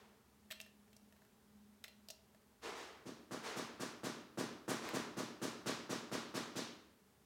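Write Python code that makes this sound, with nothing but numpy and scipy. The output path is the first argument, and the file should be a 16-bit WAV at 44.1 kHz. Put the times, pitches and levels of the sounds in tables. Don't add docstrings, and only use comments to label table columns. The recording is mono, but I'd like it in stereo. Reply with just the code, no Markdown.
import sys
import numpy as np
from scipy import signal
from scipy.fft import rfft, irfft, next_fast_len
from scipy.io import wavfile

SR = 44100
rng = np.random.default_rng(int(sys.argv[2]) if len(sys.argv) > 2 else 0)


def log_audio(samples):
    frames = np.atleast_2d(samples).T
    limited = np.clip(frames, -1, 1)
    pcm = np.round(limited * 32767).astype(np.int16)
    wavfile.write(sys.argv[1], SR, pcm)


def makeup_ratio(level_db):
    decades = np.asarray(level_db, float) / 20
    return 10 ** decades


N = 319725
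TAIL = SR

# (frequency [Hz], decay time t60 [s], build-up time [s])
SHOP = [(100, 0.79, 0.0029), (400, 0.73, 0.0032), (1400, 0.72, 0.0086), (4100, 0.61, .014),
        (7800, 0.43, 0.01), (14000, 0.34, 0.0078)]


def unit(x):
    return x / np.sqrt(np.mean(x ** 2) + 1e-20)


def early(x):
    return x / np.sqrt(np.mean(x[:SR // 10] ** 2))


def along(points, hz, column=1):
    table = np.transpose(points)
    return np.interp(np.log(hz + 1), np.log(table[0] + 1), table[column])


def coloured(x, gain):
    m = 2 * next_fast_len(len(x))
    cepstrum = irfft(np.log(gain(np.fft.rfftfreq(m, 1 / SR)) + 1e-6), m)
    cepstrum[1:m // 2] *= 2
    cepstrum[m // 2 + 1:] = 0
    response = np.exp(rfft(cepstrum))
    return irfft(rfft(x, m) * response, m)[:len(x)]


def shaped(x, envelope):
    hz, t, z = signal.stft(x, SR, nperseg=256)
    weighted = z * envelope(hz[:, None], t)
    return signal.istft(weighted, SR, nperseg=256)[1][:len(x)]


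def add(track, s, sound):
    start = round(s * SR)
    sound = sound[max(-start, 0):N - start]
    track[max(start, 0):][:len(sound)] += sound


def dying(hz, t):
    return makeup_ratio(-60 * t / along(SHOP, hz))


def noise(spectrum, db):
    return makeup_ratio(db) * unit(coloured(rng.standard_normal(N), lambda hz: makeup_ratio(along(spectrum, hz))))


def machine():
    # (time [s], frequency [Hz], level [dB])
    hum_course = [(0.0, 214.7, -76), (0.11, 205.7, -77), (0.3, 208.5, -86), (0.32, 209, -73),
                  (0.38, 209, -74), (0.41, 209, -70), (0.45, 207.7, -67.5), (0.64, 208.1, -74),
                  (0.66, 209, -77), (0.68, 207, -71), (0.85, 208.0, -69), (1.24, 205.7, -74.5),
                  (1.25, 207, -86), (1.28, 205.2, -81), (1.58, 207.4, -65.5), (1.76, 208.4, -66),
                  (1.87, 211.5, -90), (1.93, 209, -69.5), (2.16, 206.7, -76), (2.23, 206.4, -83),
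                  (2.28, 208.1, -73), (2.47, 206.6, -86), (2.48, 207.0, -88), (2.6, 195.8, -79)]
    # (centre [Hz], width [Hz], level [dB])
    low_drone = (72, 9, -86)
    s, hz, db = np.transpose(hum_course)
    t = np.arange(N) / SR
    level = np.interp(t, s, db, right=-120)
    phase = 2 * np.pi * np.cumsum(np.interp(t, s, hz)) / SR
    hum = np.sqrt(2) * makeup_ratio(level) * np.sin(phase)
    centre_hz, width_hz, drone_db = low_drone
    resonance = lambda f: 1 / (1 + (2 * (f - centre_hz) / width_hz) ** 2)
    return hum + makeup_ratio(drone_db) * unit(coloured(rng.standard_normal(N), resonance))


def air():
    # (frequency [Hz], level [dB per Hz])
    air_spectrum = [(12, -72), (20, -45.5), (70, -15), (172, -19.5), (210, -10.5), (319, -25), (422, -17),
                    (513, -28.5), (607, -24), (698, -30), (759, -25), (2460, -34.5), (16000, -40)]
    return noise(air_spectrum, -70)


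def hiss():
    # (frequency [Hz], level [dB per Hz])
    hiss_spectrum = [(12, -20), (20, 1.5), (60, -7.5), (98, -1.5), (216, -11), (738, -10.5), (6910, -9),
                     (16000, -10)]
    return noise(hiss_spectrum, -77)


def timber():
    # (time [s], level [dB], build-up time [s], spectral tilt [dB per octave])
    knocks = [
        (-.09, -68, 0.028, 0),
        (2.612, -50.5, 0.028, 0.5),
        (2.74, -56.5, .03, 1.5),
        (3.42, -50, 0.026, 1),
        (4.8, -52, 0.038, 1),
    ]
    # (frequency [Hz], level [dB per Hz])
    plank = [(35, -60), (60, -20.5), (124, -20), (458, 2), (515, -6), (882, -5.5), (968, -5), (1280, -7),
             (6740, -18.5), (16000, -37.5)]
    track = np.zeros(N)
    for s, db, build, tilt_db in knocks:
        swell = lambda hz, t: dying(hz, 0.82 * t) * (1 - np.exp(-t / max(build, .002))) ** 2
        tone = lambda hz: makeup_ratio(along(plank, hz) + tilt_db * np.log2(hz / 1000 + .1))
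        echoes = shaped(rng.standard_normal(TAIL), swell)
        add(track, s, makeup_ratio(db + 2.5) * early(coloured(echoes, tone)))
    return track


def clamp():
    # (time [s], peak level [dB], centre [Hz], rattle t60 [s], bar ring [dB], wood knock [dB])
    contacts = [(0.5048, -46.5, 1670, 0.019, -3, -10.5), (0.5106, -34.5, 2600, 0.02, -13, -14),
                (0.5156, -41, 2750, 0.016, -18, -18), (0.5188, -35, 3760, 0.021, -21, -19.5),
                (0.5237, -39, 1820, 0.02, -28, -30), (0.5284, -53, 3800, 0.02, -21, -26),
                (0.5547, -63.5, 2690, 0.02, 4, -25), (0.5974, -60, 2720, 0.019, -17, -18),
                (0.602, -40, 2630, 0.022, -14, -16), (0.6129, -41.5, 5750, 0.024, -24, -17),
                (0.6629, -53, 1870, 0.02, -11, -9), (0.8794, -63, 1960, 0.019, -16, -9),
                (0.9304, -52.5, 2820, 0.019, -16, -17), (0.9659, -50.5, 5900, 0.02, -24, -14),
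                (1.1248, -55, 1610, 0.02, -14, -7), (1.1647, -59, 1600, 0.02, -13, -9),
                (1.2196, -58, 1610, 0.02, -10, -4), (1.2497, -59.5, 1620, 0.02, -14, -14),
                (1.8404, -39.5, 3940, 0.021, -20, -14.5), (1.8427, -39.5, 1980, 0.024, -15, -18),
                (1.8534, -52, 3920, 0.02, -32, -7.5), (1.8806, -45.5, 3270, 0.027, -15, -11.5),
                (2.0863, -40.5, 4600, 0.02, -15.5, -13.5), (2.1027, -40, 3710, 0.02, -25.5, -14.5),
                (2.1029, -43, 5370, 0.02, -22, -10), (2.1059, -39, 5700, 0.023, -23.5, -23.5),
                (2.1124, -55, 4160, 0.02, -28, -13), (2.3469, -56.5, 1760, 0.02, -15, -3),
                (4.8893, -35, 1950, 0.016, -12, -15)]
    # (frequency [Hz], level [dB], decay time t60 [s])
    bar_modes = [(1802, 1, 0.094), (2726, -6.5, 0.27), (3250, -7, 0.22), (3940, -6.5, 0.2),
                 (4150, -5.5, 0.3), (4600, -17.5, .2), (5310, -11.5, 0.26), (5540, -8.5, 0.27),
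                 (6130, -8.5, 0.25), (7800, 6, 0.063), (12400, 11.5, 0.042)]
    # (frequency [Hz], decay time t60 [s])
    stick = (640, 0.056)
    stick_hz, stick_t60 = stick
    track = np.zeros(N)
    t = np.arange(SR // 2) / SR
    onset = 1 - np.exp(-t / 0.00039)
    for s, db, centre_hz, t60, ring_db, knock_db in contacts:
        peak = lambda hz: 1 / (1 + (1.5 * (hz / centre_hz - centre_hz / (hz + 1))) ** 2)
        band = lambda hz: .16 * hz / (hz + 900) + peak(hz)
        rattle = unit(coloured(rng.standard_normal(len(t)), band)) * makeup_ratio(-60 * t / max(t60, .003))
        ring = np.zeros(len(t))
        for hz, level, life in bar_modes:
            decay = makeup_ratio(level + rng.normal(0, 2.9) - 60 * t / life)
            ring += band(hz) * decay * np.sin(2 * np.pi * hz * t)
        knock = makeup_ratio(knock_db - 60 * t / stick_t60) * np.sin(2 * np.pi * stick_hz * t)
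        contact = rattle + makeup_ratio(ring_db) * ring + knock
        add(track, s - .0006, makeup_ratio(db - 4.0) * contact * onset)
    tail = shaped(rng.standard_normal(TAIL), lambda hz, t: dying(hz, 1.48 * t) * (t > .003))
    return track + makeup_ratio(-10) * signal.fftconvolve(track, tail / np.linalg.norm(tail))[:N]


def hammer():
    # (time [s], level [dB], relative thud [dB], relative crack [dB], relative sizzle [dB]), see part_hz
    blows = [(3.0522, -61.0, 9.3, -0.5, -7.9), (3.306, -50.5, 0.74, -6, -11.5),
             (3.5569, -49.5, 0.91, -3.8, -9), (3.794, -49.5, 1.2, -4, -7.6), (4.03, -49.5, 3.3, -3, -8),
             (4.371, -48.1, 4.7, -3.5, -8.5), (4.6766, -44.5, 1.2, -6, -8), (4.9308, -46.5, 3, -4.5, -9),
             (5.1655, -50, 4.8, -2.5, -8), (5.413, -48.5, 3.5, -2.7, -7), (5.656, -46, 1.5, -1, -8.8),
             (5.8907, -48.5, 3.3, -1.6, -8), (6.1124, -47, 1.4, -2.5, -10.5), (6.338, -48, 1.8, -1.5, -8.5),
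             (6.552, -51.5, 4.6, 3.5, -6)]
    part_hz = [300, 1300, 4000, 10000]
    # (frequency [Hz], level [dB per Hz])
    blow_spectrum = [(29, -72), (50, -44.5), (125, -7.5), (167, -9), (246, 1), (362, -4), (418, -4),
                     (783, -11.5), (842, -11.5), (1150, -8), (2210, -15), (6090, -15), (9410, -22.5),
                     (16000, -34.5)]
    # (delay [s], level [dB])
    wall_echoes = [(.004, 2.5), (.0085, -5), (.018, -3), (0.0252, -9), (0.034, -7), (.040, 8),
                   (0.045, -7.5), (.057, -16), (.068, 2), (.081, -11), (.092, -13.5), (0.1208, -15.5),
                   (.147, -13.5)]
    # (frequency [Hz], share [0-1])
    repeated = [(300, 0.97), (1200, 0.78), (4000, 0.44), (9000, 0.03)]
    # (delay [s], spread [s], level [dB])
    doorway = (0.029, .007, 3.9)
    delay, spread, door_db = doorway
    build_up = lambda hz, t: (1 - np.exp(-t / along(SHOP, hz, column=2))) ** 2
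    arrive = lambda hz, t: dying(hz, t) * build_up(hz, t)
    bright = lambda hz, t: makeup_ratio(door_db * hz / (hz + 4000) * np.exp(-((t - delay) / spread) ** 2))
    share = lambda hz: np.clip(along(repeated, hz), 0, 1)
    scattered = lambda hz, t: arrive(hz, t) * bright(hz, t) * np.sqrt(1 - share(hz))
    walls = np.zeros(TAIL)
    for s, db in wall_echoes:
        add(walls, s, makeup_ratio(np.array([db + 19.5])))
    path = shaped(rng.standard_normal(TAIL), arrive)
    path += coloured(walls, lambda hz: 1 / (1 + (hz / 1500) ** 2))
    path = shaped(path, lambda hz, t: np.sqrt(share(hz)) + 0 * t)
    usual = np.mean(blows, axis=0)[2:]
    track = np.zeros(N)
    for s, db, *parts in blows:
        fresh = shaped(rng.standard_normal(TAIL), scattered)
        thud, crack, sizzle = parts - usual
        tone = list(zip(part_hz, [thud, 0, crack, sizzle]))
        sound = early(coloured(path + fresh, lambda hz: makeup_ratio(along(blow_spectrum, hz))))
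        add(track, s, makeup_ratio(db + 5.5) * coloured(sound, lambda hz: makeup_ratio(along(tone, hz))))
    return track


def scene():
    mid = machine() + air() + timber() + clamp() + hammer()
    side = hiss()
    return np.array([mid + side, mid - side])


def low_pass(x):
    return signal.sosfilt(signal.butter(12, 16350, fs=SR, output="sos"), x)


def record(dry):
    return low_pass(dry)


dry = scene()
out = record(dry)
log_audio(out)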